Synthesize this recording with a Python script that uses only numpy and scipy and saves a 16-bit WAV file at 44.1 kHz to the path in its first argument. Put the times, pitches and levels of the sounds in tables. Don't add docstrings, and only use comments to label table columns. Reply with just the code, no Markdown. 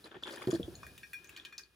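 import sys
import numpy as np
from scipy import signal
from scipy.fft import rfft, irfft, next_fast_len
from scipy.io import wavfile
from scipy.ndimage import map_coordinates

SR = 44100
rng = np.random.default_rng(int(sys.argv[2]) if len(sys.argv) > 2 else 0)


def dump_mix(stems):
    frames = np.atleast_2d(stems).T
    limited = np.clip(frames, -1, 1)
    pcm = np.round(limited * 32767).astype(np.int16)
    wavfile.write(sys.argv[1], SR, pcm)


N = 77175

ATTACK_S, TOP_HZ = 0.00074, 15900


def thumps(sag_per_s=0.81, tone_t60=0.051, thud_hz=283, thud_s=0.001284, ring_t60=0.37):
    # start in seconds, tone level in dB, pitch in Hz, rise time in seconds,
    # seconds until the decay begins, thud level in dB.
    events = [(0.155, -46.5, 377, 0.005, 0.019, -51.5), (0.334, -41.5, 548, 0.0026, 0.0038, -72),
              (.472, -23.5, 376, 0.024, 0.024, -28.5), (.529, -26, 342, 0.0063, 0.024, -29.5),
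              (0.5968, -38.5, 361, 0.0013, 0.004, -33), (.603, -40, 150, 0.0016, 0.0056, -43),
              (0.633, -39.5, 86.7, 0.013, 0.013, -66), (0.679, -35, 353, 0.006, 0.0057, -43),
              (0.721, -49, 374.6, 0.0086, 0.011, -57)]
    # frequency in Hz, gain in dB.
    noise_colour = [(40, -48), (100, 4.5), (290, 4.5), (660, -2.5), (800, -13.5), (2000, -34)]
    dry, noise_gain, t = np.zeros(N), np.zeros(N), np.arange(SR // 2) / SR
    lag = t - 2 * thud_s
    thud = 2 * np.sin(2 * np.pi * thud_hz * lag) * np.exp(-(lag / thud_s) ** 2)
    for start, db, hz, rise, hold, thud_db in events:
        swell = np.minimum(t / rise, 1)
        release = fade(np.maximum(t - hold, 0), tone_t60)
        tone = np.sin(2 * np.pi * np.cumsum(hz * np.exp(-sag_per_s * t)) / SR)
        modes = sum(np.sin(2 * np.pi * (mode_hz * t + rng.random())) for mode_hz in (135, 233, 459, 466))
        ring = amp(-19.5) * modes * swell * fade(t, ring_t60)
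        add(dry, start, amp(db) * tone * swell * release + amp(thud_db) * (thud + ring))
        add(noise_gain, start, amp(thud_db - 8.5) * release * np.minimum(t / thud_s, 1))
    return dry + amp(-14) * room(dry) + noise_gain * noise(noise_colour)


def rustle(base_t60=0.042, t60_per_length=2.2):
    # start in seconds, length in seconds, level in dB, fizz relative to that in dB.
    bursts = [(0.042, 0.028, -52.5, -11.5), (0.112, 0.014, -53, -27), (0.143, 0.023, -53, -25),
              (0.225, 0.0071, -50.5, -7), (0.2545, 0.018, -49, -14.5), (0.269, 0.025, -48, -11.5),
              (0.306, 0.036, -49, -6), (0.354, 0.007, -52, -1.5), (0.373, 0.018, -49.5, -41),
              (0.409, 0.0076, -51, -10), (0.4188, 0.0057, -46, -4.5), (0.438, 0.014, -51, -24),
              (0.471, 0.0058, -47.5, -6.5), (0.503, 0.012, -45, -1), (0.537, 0.021, -51.5, -2)]
    # frequency in Hz, gain in dB.
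    crackle_colour = [(700, 1), (1600, 10), (2700, 1.5), (3400, 14), (4200, -5)]
    fizz_colour = [(2000, -16.5), (4100, -4), (4750, 3.5), (5600, -5), (6900, -3.5), (8000, -4),
                   (10000, 0.5), (16000, -14)]
    hollow_colour = [(100, -21), (280, 4), (355, 9.5), (560, -4), (900, -46)]
    body_gain, fizz_gain, t = np.zeros(N), np.zeros(N), np.arange(SR // 6) / SR
    for start, length, db, fizz_db in bursts:
        release = fade(np.maximum(t - length, 0), base_t60 + t60_per_length * length)
        envelope = amp(db) * attack(t) * release
        add(body_gain, start, envelope)
        add(fizz_gain, start, amp(fizz_db) * envelope)
    crackle = stereo([swarm(456, 5550, spread_db=6) for _ in range(2)], crackle_colour)
    fizz = stereo([swarm(2775, TOP_HZ, spread_db=4.5) for _ in range(2)], fizz_colour)
    body = amp(-3.5) * noise(hollow_colour) + amp(-1.5) * crackle
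    dry = fizz_gain * fizz + body_gain * body
    return dry + amp(-14.5) * through_glass(dry)


def swarm(low_hz, high_hz, spread_db, per_s=750, t60_cycles=17.5):
    when, pitch, strength = rng.random((int(per_s * N / SR), 3)).T[:, :, None]
    hz = low_hz * (high_hz / low_hz) ** pitch
    k = np.arange(512)
    notes = amp(spread_db * strength ** 2) * np.sin(2 * np.pi * hz * k / SR)
    notes *= fade(k / SR, t60_cycles / hz)
    samples = (when * N).astype(int) + k
    return np.bincount(samples.ravel(), notes.ravel(), N)[:N]


def pops():
    # start in seconds, relative level in dB, pitch in Hz.
    events = [(0.0417, -41, 4090), (0.1157, -45, 1490), (0.2354, -24.5, 3420), (0.2768, -33.5, 3360),
              (0.4214, -36, 2150), (0.5107, -35.5, 3360), (0.5103, -35.5, 6720), (0.5383, -43, 4200),
              (0.5493, -40.5, 4240), (0.6302, -32.5, 3344), (0.7534, -40.5, 6760), (.753, -43, 4260),
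              (1.2725, -46.5, 6610), (1.3983, -36.5, 3400), (1.5806, -37, 6290), (1.6351, -43.5, 4530)]
    dry = np.zeros(N)
    for start, db, hz in events:
        add(dry, start, amp(db - 4) * ping(hz, t60=0.011, snap_db=-15, echo_db=-25.5))
    return dry


def drops(t60_cycles=7.1):
    # start in seconds, tick level in dB, tick pitch in Hz, ring and spray gains in dB.
    events = [(0.8313, -41.5, 1250, -44.5, -79), (.866, -45, 1790, -49, -48.5),
              (0.978, -44.5, 2970, -56.5, -49.5), (1.0318, -47, 2330, -42, -63),
              (1.1324, -41.5, 2000, -37.5, -44.5), (1.139, -57, 2200, -37.5, -53),
              (1.2442, -47.5, 6400, -51.5, -55), (1.293, -43.5, 2430, -61, -49),
              (1.364, -36.5, 3080, -54, -59), (1.3738, -44, 4300, -46, -55), (1.45, -35, 3380, -43.5, -53),
              (1.5251, -45.5, 1664, -44.5, -61), (1.58, -32, 4930, -55, -52),
              (1.593, -49.5, 1704, -49, -53.5)]
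    dry = np.zeros(N)
    for start, db, hz, ring_db, spray_db in events:
        add(dry, start, amp(db) * ping(hz, t60_cycles / hz, snap_db=-6.5, echo_db=2.5))
        add(dry, start, amp(ring_db) * glass())
        add(dry, start, amp(spray_db) * spray())
    return dry


def ping(hz, t60, snap_db, echo_db, snap_t60=0.056, housing_t60=0.03):
    # frequency in Hz, gain in dB.
    snap_colour = [(300, -18), (3000, -13), (6500, -5), (16000, -22.5)]
    t = np.arange(SR // 20) / SR
    note = np.sin(2 * np.pi * hz * t) * fade(t, t60) * attack(t)
    note /= np.abs(note).max()
    walls = rng.standard_normal(len(t)) * fade(t, housing_t60) * attack(t)
    echo = signal.fftconvolve(note, walls / np.linalg.norm(walls))[:len(t)]
    snap_gain = amp(along(snap_colour, np.fft.rfftfreq(len(t), 1 / SR)))
    snap = irfft(rfft(rng.standard_normal(len(t))) * snap_gain, len(t)) * fade(t, snap_t60)
    return note + amp(echo_db) * echo + amp(snap_db) * snap


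def glass(scatter_db=2.5, detune=0.029, neighbour_t60=0.094):
    # mode frequency in Hz, relative level in dB, 60 dB decay time in seconds.
    modes = [(1633, -3, 0.078), (1842, -5.5, 0.097), (2342, -10.5, 0.25), (2445, 1.5, 0.16),
             (3486, -12, 0.14), (4275, -15, 0.097), (5640, -18.5, 0.14)]
    t = np.arange(SR // 3) / SR

    def partial(hz, t60):
        share = amp(scatter_db * rng.standard_normal())
        return share * fade(t, t60) * np.sin(2 * np.pi * (hz * t + rng.random()))

    ring = np.zeros(len(t))
    for hz, db, t60 in modes:
        mode = partial(hz, t60)
        neighbour = partial(hz * (1 + detune * rng.standard_normal()), neighbour_t60)
        ring += amp(db) * (mode + amp(-6) * neighbour)
    return ring * attack(t) / 2


def through_glass(x):
    ring = glass()
    return signal.fftconvolve(x, ring[None] / np.linalg.norm(ring), axes=1)[:, :N]


def spray(low_cut_hz=6800, t60=0.032):
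    t = np.arange(SR // 20) / SR
    return high_pass(rng.standard_normal(len(t)) * fade(t, t60), low_cut_hz)


def simmer(flutter_db=1.0, flutter_per_s=40, trickle_start_s=0.75):
    # time in seconds, relative level in dB.
    levels = [(.2, -63.5), (.45, -56.5), (1.11, -65), (1.38, -56.5), (1.62, -66), (1.7, -70.5)]
    # frequency in Hz, gain in dB.
    colour = [(100, -10.5), (370, 14), (600, -4.5), (1700, 7.5), (2050, -1.5), (3500, 3), (5000, -6.5),
              (16000, -20)]
    t = np.arange(N) / SR
    flutter = map_coordinates(rng.standard_normal(512), [t * flutter_per_s], mode="wrap")
    water = level(levels) * amp(flutter_db * flutter) * noise(colour)
    trickle = through_glass(water * (t > trickle_start_s))
    return amp(-3.5) * water + amp(-12) * trickle


def hiss():
    # time in seconds, relative level in dB.
    levels = [(.02, -59), (.19, -82), (.3, -53.5), (.95, -57.5), (1.12, -57.5), (1.4, -70.5)]
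    # frequency in Hz, gain in dB.
    colour = [(2000, -8), (5000, 2), (7000, -6.5), (9000, 2), (14500, -3.5), (16000, -6)]
    return amp(-7.5) * level(levels) * noise(colour)


def rumble():
    # time in seconds, relative level in dB.
    levels = [(.44, -69.5), (.6, -53), (.78, -58.5), (.9, -61), (1.12, -72.5), (1.3, -69.5), (1.55, -76.5),
              (1.75, -80.5)]
    # frequency in Hz, gain in dB.
    colour = [(25, -19), (60, 3), (150, 2), (260, -5), (700, -12), (2000, -47)]
    return amp(2) * level(levels) * noise(colour)


def hum(hz=60):
    return amp(-75) * np.sin(2 * np.pi * hz * np.arange(N) / SR)


def room(x):
    # frequency in Hz, 60 dB decay time in seconds.
    decay = [(200, 0.2), (2000, 0.11), (10000, 0.17)]
    hz, t, bands = signal.stft(rng.standard_normal((2, SR // 4)), SR, nperseg=256)
    tail = signal.istft(bands * fade(t, along(decay, hz)[:, None]), SR, nperseg=256)[1]
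    return signal.fftconvolve(x[None], tail / np.linalg.norm(tail[0]), axes=1)[:, :N]


def stereo(pair, colour):
    # frequency in Hz, left-right correlation from 0 to 1.
    coherence = [(40, 0.69), (300, 0.93), (1000, 0.57), (4000, 0.47), (9000, 1)]

    def response(hz):
        angle = np.arccos(along(coherence, hz)) / 2
        return amp(along(colour, hz)) * [np.cos(angle), np.sin(angle)]

    mid, side = filtered(pair, response)
    both = np.array([mid + side, mid - side])
    return both / np.sqrt(np.mean(both ** 2) + 1e-20)


def noise(colour):
    return stereo(rng.standard_normal((2, N)), colour)


def amp(db):
    return 10 ** (np.asarray(db) / 20)


def attack(t):
    return 1 - np.exp(-t / ATTACK_S)


def fade(t, t60):
    return np.exp(-np.log(1000) * t / t60)


def along(points, hz):
    knots_hz, values = np.transpose(points)
    return np.interp(np.log(hz + 1), np.log(knots_hz + 1), values)


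def level(points):
    return amp(np.interp(np.arange(N) / SR, *np.transpose(points)))


def filtered(x, response):
    size = next_fast_len(N + SR // 2)
    return irfft(rfft(x, size) * response(np.fft.rfftfreq(size, 1 / SR)), size)[..., :N]


def high_pass(x, hz):
    return signal.sosfilt(signal.butter(2, hz, "high", fs=SR, output="sos"), x)


def add(track, start_s, sound):
    start = round(start_s * SR)
    part = sound[:max(0, N - start)]
    track[start:start + len(part)] += part


def scene():
    ticks = pops() + drops()
    foreground = ticks + amp(-3) * room(ticks) + thumps() + rustle()
    return foreground + simmer() + hiss() + rumble() + hum()


def record(dry, low_cut_hz=45):
    # frequency in Hz, left minus right level in dB.
    balance = [(60, -2.5), (300, .5), (700, 1.5), (1300, 3), (2400, 2.5), (4600, 2.5), (8000, 0.5)]
    # frequency in Hz, phase lead of the left channel in radians.
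    lead = [(300, 0), (900, .4), (1500, -.9), (3000, 1), (7300, -.2), (15800, -14.6)]
    sides = np.array([[.5], [-.5]])

    def response(hz):
        return amp(sides * along(balance, hz)) * np.exp(1j * sides * along(lead, hz)) * (hz < TOP_HZ)

    return filtered(high_pass(dry, low_cut_hz), response)


dry = scene()
out = record(dry)
dump_mix(out)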